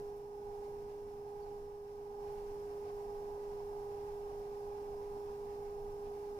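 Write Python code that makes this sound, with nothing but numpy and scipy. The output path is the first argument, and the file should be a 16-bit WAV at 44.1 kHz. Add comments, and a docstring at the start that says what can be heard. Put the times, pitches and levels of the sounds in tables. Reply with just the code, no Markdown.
"""The whine of an electric potter's wheel at nearly steady speed, on two microphones in a small studio.
The motor whines on its sixteen slots; over it a rough buzz of shaft harmonics swells with every turn
of the wheel, less as the clay evens out. The drive rubs harder as the hands bear down on the clay.
Fluttering tones and resonant noise make the frame ring and rumble, high shaft multiples make the brushes sing,
and shaped noise makes the soft hiss, the walls' scatter and the wet fingers that rub and slip on the clay."""
import sys
import numpy as np
from scipy import signal
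from scipy.fft import rfft, irfft
from scipy.io import wavfile

SR = 44100
rng = np.random.default_rng(int(sys.argv[2]) if len(sys.argv) > 2 else 0)


def dump(signal):
    """Clip the signal to [-1, 1] and save it as 16-bit WAV at the path in sys.argv[1]."""
    limited = np.clip(np.atleast_2d(signal).T, -1, 1)
    pcm = np.round(limited * 32767).astype(np.int16)
    wavfile.write(sys.argv[1], SR, pcm)


N = 281780
TIME, BINS = np.arange(N) / SR, np.arange(N // 2 + 1) * SR / N   # seconds, Hz
SLOTS = 16   # armature slots, so whine cycles per shaft turn
# Table levels are those at the source, before the gains that a function or scene() applies.


def from_db(db):
    """Decibels to gain."""
    return 10 ** (np.asarray(db) / 20)


def in_time(rows):
    """Each column of a curve at every sample."""
    seconds, *columns = np.transpose(rows)
    return [np.interp(TIME, seconds, column) for column in columns]


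def over_bins(rows):
    """Each column of a spectrum at every frequency bin, interpolated over log frequency."""
    hz, *columns = np.transpose(rows)
    return [np.interp(np.log(BINS + 1), np.log(hz), column) for column in columns]


def band(rows):
    """Gain of a noise spectrum that falls steeply around its ends."""
    hz = BINS + 1
    lowest_hz, highest_hz = rows[0][0], rows[-1][0]
    below = (lowest_hz / hz) ** 24
    above = (hz / highest_hz / 1.1) ** 24
    edges = 1 / np.sqrt((1 + below) * (1 + above))
    return from_db(over_bins(rows)[0]) * edges


def resonance(hz, width_hz):
    """Gain of a steep-sided resonance that passes unit power."""
    shape = 1 / (1 + ((BINS - hz) / width_hz) ** 2)
    return shape / np.sqrt(np.sum(shape ** 2) * SR / N)


def noise(gain):
    """Noise whose amplitude per root Hz is the given gain."""
    white = rng.standard_normal(N)
    return irfft(rfft(white) * gain, N) * np.sqrt(SR / 2)


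def diffuse(gain):
    """Unrelated noise at the two microphones."""
    return np.array([noise(gain), noise(gain)])


def pan(balance_db):
    """Left and right gains of constant power for a left-right difference in dB."""
    pair = from_db(np.array([balance_db, -balance_db]).reshape(2, -1) / 2)
    return pair / np.sqrt(np.mean(pair ** 2, axis=0))


def drift(rate):
    """Slow chance, changing about rate times a second; spread 1."""
    slow = noise(1 / (1 + (BINS / rate) ** 4))
    return slow / np.std(slow)


def cycle(period_s, crest_s):
    """A steady swing between -1 and 1."""
    return np.cos(2 * np.pi * (TIME - crest_s) / period_s)


def flutter_tone(cycles, unsteady):
    """A tone that flutters in strength and phase; rms about 1."""
    knots = np.arange(0, TIME[-1] + 1, .1)   # a new chance value every 0.1 s
    chances = rng.standard_normal((2, len(knots)))
    along, across = (unsteady * np.interp(TIME, knots, chance) for chance in chances)
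    angle = 2 * np.pi * cycles
    tone = (1 + along) * np.sin(angle) + across * np.cos(angle)
    return tone * np.sqrt(2 / (1 + unsteady ** 2))


# Noise of the rumbling frame. Each row: frequency in Hz, level in dB per Hz.
RUMBLE_SPECTRUM = [(8, -83.5), (25, -69.5), (52, -82), (85, -82), (115, -85.5), (140, -84), (185, -91),
                   (230, -85.5), (265, -97), (290, -84.5), (335, -91.0), (420, -81.5), (510, -90),
                   (620, -96.5)]
# Noise of the rubbing drive. Each row: frequency in Hz, level in dB per Hz.
DRIVE_RUB_SPECTRUM = [(520, -90), (610, -92), (680, -88.5), (740, -86.5), (785, -84), (860, -79),
                      (915, -93.5), (975, -86), (1060, -89), (1170, -93.5), (1300, -102.4)]


def studio():
    """Block walls scatter the rumble and rubbing, so they reach the two microphones as unrelated noise."""
    return diffuse(from_db(-10.5) * band(RUMBLE_SPECTRUM) + from_db(-13.5) * band(DRIVE_RUB_SPECTRUM))


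# Skin rubbing on wet clay. Each row: frequency in Hz, level in dB per Hz.
CLAY_RUB_SPECTRUM = [(1300, -110), (1900, -109), (2500, -109), (3200, -118), (4600, -115), (7000, -124)]
# Wet fingers slipping on the clay.
# Each row: moment in seconds, length in seconds, centre in Hz, width in Hz, level at the crest in dB rms.
FINGER_SLIPS = [(.175, .012, 12000, 4000, -73), (1.432, 0.016, 4600, 260, -73),
                (2.33, .012, 12500, 4000, -74)]


def fingers(overall_gain):
    """Wet skin rubs unevenly on the clay and now and then slips with a short swish of noise."""
    unevenness = from_db(2.96 * drift(13.0))
    out = diffuse(band(CLAY_RUB_SPECTRUM)) * unevenness * overall_gain ** 1.5
    for moment_s, length_s, hz, width_hz, level_db in FINGER_SLIPS:
        envelope = np.exp(-((TIME - moment_s) / length_s) ** 2)
        out += from_db(level_db) * envelope * diffuse(resonance(hz, width_hz))
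    return out


# Airy noise around the wheel. Each row: frequency in Hz, level in dB per Hz.
HISS_SPECTRUM = [(1250, -101), (1420, -103), (1600, -100), (1750, -106), (2300, -108), (2700, -107),
                 (3100, -109.5), (3800, -111), (5000, -109), (5400, -106.5), (5900, -109.1), (7600, -113),
                 (12000, -112), (15500, -113)]


def hiss(turns):
    """Airy hiss wavers and is grained by the uneven commutator; part of its low end comes straight from the wheel."""
    direct_share = .5 / (1 + (BINS / 2200) ** 4)   # share of the power
    direct = at_ports(noise(band(HISS_SPECTRUM) * np.sqrt(direct_share)))
    around = diffuse(band(HISS_SPECTRUM) * np.sqrt(1 - direct_share)) * pan(0.43)
    # the same chance pattern returns with every shaft turn
    bars = np.interp(turns, np.arange(SLOTS) / SLOTS, rng.standard_normal(SLOTS), period=1)
    grain = from_db(.62 * bars + .35 * drift(11))
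    return (direct + around) * grain


# Thin whistles of the brushes.
# Each row: multiple of the shaft rate, level in dB rms, left-right balance in dB, left phase lead in radians.
BRUSH_WHISTLES = [(75.1, -96, 8, -1.9), (103.3, -95, -6, 2.5), (106.0, -91, -4, -2.7),
                  (112.0, -94, -4, -2.5), (177.0, -96, -6, -3.0), (191.9, -94, -10, 2.5),
                  (193.1, -90, -1, -2.4), (201.1, -91, 4, -1.1), (207.1, -89, 6, 0.4),
                  (209.1, -89, 5, -2.1), (210.1, -94, 8, -1.8), (211.1, -94, 2, -0.3),
                  (212.9, -94, 5, -1.5), (216.9, -89, -6, -2.4), (223.0, -95, 9, 0.0), (224.1, -96, 2, 0.2),
                  (241.1, -95, 10, -3.1), (271.9, -97, -11, 1.2)]


def brushes(turns):
    """Brushes on the commutator whistle at high multiples of the shaft rate, each at its own phase on either side."""
    out = np.zeros((2, N))
    for order, level_db, balance_db, lead in BRUSH_WHISTLES:
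        left_lead = np.array([[lead / (2 * np.pi)], [0]])
        cycles = order * turns + rng.random() + left_lead
        out += from_db(level_db - 0.2) * pan(balance_db) * flutter_tone(cycles, unsteady=0.9)
    return out


# Resonances of frame and motor housing. Each row: centre in Hz, width in Hz, level in dB rms.
FRAME_RESONANCES = [(132, 6, -75), (231, 7, -77), (294, 10, -76), (466, 12, -69.5), (543, 6, -78),
                    (1515, 20, -81.5), (1960, 18, -92.5), (2295, 20, -91), (2720, 14, -90),
                    (5340, 100, -86.5)]
# Fluttering side tones of frame and splash pan. Each row: frequency in Hz, level in dB rms.
SIDE_TONES = [(82, -73), (93, -75), (143, -75), (207, -79), (234, -76), (283, -76), (927, -78), (1016, -77),
              (1059, -80), (1147, -83), (1161, -81), (1599, -88)]
HEAVE_S, FIRST_HEAVE_S, HEAVE_DB = 0.85, 0.74, 3.5   # period, first crest, swing either way
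RINGS_FOLLOW, RUMBLE_FOLLOWS = 0.73, 0.87   # shares of the overall gain's swing in dB


def frame(overall_gain):
    """The running gear shakes frame and pan: side tones, narrow noisy rings and a rumble that heaves slowly."""
    tones = sum(from_db(level_db) * flutter_tone(hz * TIME + rng.random(), unsteady=0.61)
                for hz, level_db in SIDE_TONES)
    ring_power = sum((from_db(level_db) * resonance(hz, width_hz)) ** 2
                     for hz, width_hz, level_db in FRAME_RESONANCES)
    rings = noise(np.sqrt(ring_power))
    # only the rumble below about 50 Hz heaves
    deep_share = 1 / (1 + (BINS / 50) ** 4)
    heave = from_db(HEAVE_DB * cycle(HEAVE_S, FIRST_HEAVE_S))
    deep = heave * noise(band(RUMBLE_SPECTRUM) * np.sqrt(deep_share))
    rumble = deep + noise(band(RUMBLE_SPECTRUM) * np.sqrt(1 - deep_share))
    return (tones + rings) * overall_gain ** RINGS_FOLLOW + rumble * overall_gain ** RUMBLE_FOLLOWS


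# the hands bear down, hold, then ease off
PRESS_START_S, PRESS_ATTACK_S, PRESS_END_S, PRESS_RELEASE_S = 2.44, 0.51, 5.15, 0.94


def pressure():
    """Pressure of the hands, 0 to 1: attack, hold, release."""
    attack = np.clip((TIME - PRESS_START_S) / PRESS_ATTACK_S, 0, 1)
    release = np.clip(1 - (TIME - PRESS_END_S) / PRESS_RELEASE_S, 0, 1)
    return attack * release


RUB_LIGHT_DB, RUB_PRESS_DB = -0.5, 2   # gain under light hands, rise under full pressure
RUB_FOLLOWS = 0.93   # share of the overall gain's swing in dB


def rubbing(turns, overall_gain):
    """The drive rubs harder once in every shaft turn, each time with its own strength, and more under the hands."""
    strength_db = 3 * np.clip(rng.standard_normal(int(turns[-1]) + 1), -2, 2)   # one for each turn
    strength = from_db(strength_db)[turns.astype(int)]
    bite = .76 + .52 * strength * np.sin(np.pi * turns) ** 4
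    gain = from_db(RUB_LIGHT_DB + RUB_PRESS_DB * pressure()) * overall_gain ** RUB_FOLLOWS
    return gain * noise(band(DRIVE_RUB_SPECTRUM)) * bite


WHEEL_TURN_S, FIRST_SWELL_S, SWELL_DB = 0.851, 0.55, 4.5   # turn length, first crest, full swing either way
TRUE_AT_S, TRUING_S = 6.3, 3.8   # when the swing has died away, and how long that takes


def swell():
    """Uneven clay loads the motor once a wheel turn until it runs true; in dB."""
    unevenness = np.clip((TRUE_AT_S - TIME) / TRUING_S, 0, 1)
    return SWELL_DB * unevenness * cycle(WHEEL_TURN_S, FIRST_SWELL_S)


# Harmonics of the motor shaft. Each row: multiple of the shaft rate, level in dB rms.
SHAFT_HARMONICS = [(18, -68.7), (28, -70.5), (29, -78.8), (30, -68.8), (31, -65.0), (32, -59.2),
                   (33, -65.0), (34, -73.9), (37, -73.0), (38, -69.1), (39, -76.0), (42, -73.9),
                   (43, -77.3), (48, -70.6), (51, -89.3), (64, -87.1)]
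BUZZ_DB, BUZZ_FOLLOWS = -0.36, 0.35   # mean gain, share of the overall gain's swing in dB


def buzz(turns, overall_gain):
    """Shaft harmonics; those near twice the slot tone swell most with each turn of the wheel."""
    buzz_gain = from_db(BUZZ_DB + swell()) * overall_gain ** BUZZ_FOLLOWS
    out = np.zeros(N)
    for order, level_db in SHAFT_HARMONICS:
        apart = order - 2 * SLOTS
        near = 1 / (1 + abs(apart))
        gain = buzz_gain ** near * overall_gain ** (1 - near)
        # the housing delays each harmonic differently, smearing the pulse of a turn into a rippling burr
        smear = .085 * apart ** 2   # cycles
        # overtones of the slot tone are the steadiest
        unsteady = .33 if order % SLOTS else .06
        out += from_db(level_db) * gain * flutter_tone(order * turns + smear, unsteady)
    return out


# Motor speed, sagging a little under the hands. 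Each row: time in seconds, slot tone in Hz.
MOTOR_SPEED = [(0, 410.1), (0.55, 409.8), (1.3, 410.5), (2.5, 409.55), (3.4, 409.5), (5.2, 408.8),
               (6.39, 409.3)]


def shaft_turns():
    """Adding up the motor's speed gives the shaft turns made so far."""
    slot_hz, = in_time(MOTOR_SPEED)
    return np.cumsum(slot_hz) / SR / SLOTS


def whine(turns, level_db):
    """The armature slots pass the magnets and give one clean tone."""
    # a sine peaks 3 dB above its rms level
    return from_db(level_db + 3) * np.sin(2 * np.pi * SLOTS * turns)


# Standing waves between the two microphones.
# Each row: frequency in Hz, left-right balance in dB, left phase lead in radians.
MICROPHONE_BALANCE = [(250, 0.5, 0), (409, -2, 0), (490, -1, 0.1), (550, -4.9, 0.2), (680, -7.6, 0.2),
                      (790, -15.2, -0.1), (860, -21, -0.6), (910, -9, 0.2), (980, -8, 2), (1080, 1.3, 2.6),
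                      (1230, 4.8, 2.5), (1550, 2.5, 2.0), (1950, 1, 0), (2300, 0, 1.5), (2720, -2.5, 3.5),
                      (5300, 3, 0)]


def at_ports(x):
    """The left microphone sits near a node of the buzz; just above it the two sides swing nearly in opposition."""
    balance_db, lead = over_bins(MICROPHONE_BALANCE)
    left_lead = np.exp(1j * np.outer([1, 0], lead))
    return irfft(rfft(x) * pan(balance_db) * left_lead, N)


# Overall level of the sound, as the level of the whine. Each row: time in seconds, level in dB rms.
OVERALL_LEVEL = [(0.04, -44.5), (0.27, -48), (0.56, -45), (1.18, -47), (1.57, -46), (1.76, -48.5),
                 (2.17, -46.5), (2.22, -44), (4.82, -44), (5.1, -44), (5.87, -44.5), (6.35, -44)]
STEADY_DB = -44   # whine level from which the overall gain is counted
OVERALL_TRIM_DB, OVERALL_FOLLOWS = -0.58, 1.01   # gain at the steady level, share of the whine's swing in dB


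def scene():
    """One shaft drives whine, buzz and brushes; an overall gain makes all but the finger slips move with the whine."""
    turns = shaft_turns()
    whine_db, = in_time(OVERALL_LEVEL)
    overall_gain = from_db(OVERALL_TRIM_DB + OVERALL_FOLLOWS * (whine_db - STEADY_DB))
    background = overall_gain * (studio() + hiss(turns) + brushes(turns)) + fingers(overall_gain)
    motor = whine(turns, whine_db) + buzz(turns, overall_gain)
    wheel = motor + rubbing(turns, overall_gain) + frame(overall_gain)
    return at_ports(wheel) + background


def record(dry):
    """A steep elliptic low-pass cuts the top above 15550 Hz."""
    # order 12, 0.1 dB ripple, 80 dB down beyond
    return signal.sosfilt(signal.ellip(12, .1, 80, 15550, fs=SR, output="sos"), dry)


dry = scene()
out = record(dry)
dump(out)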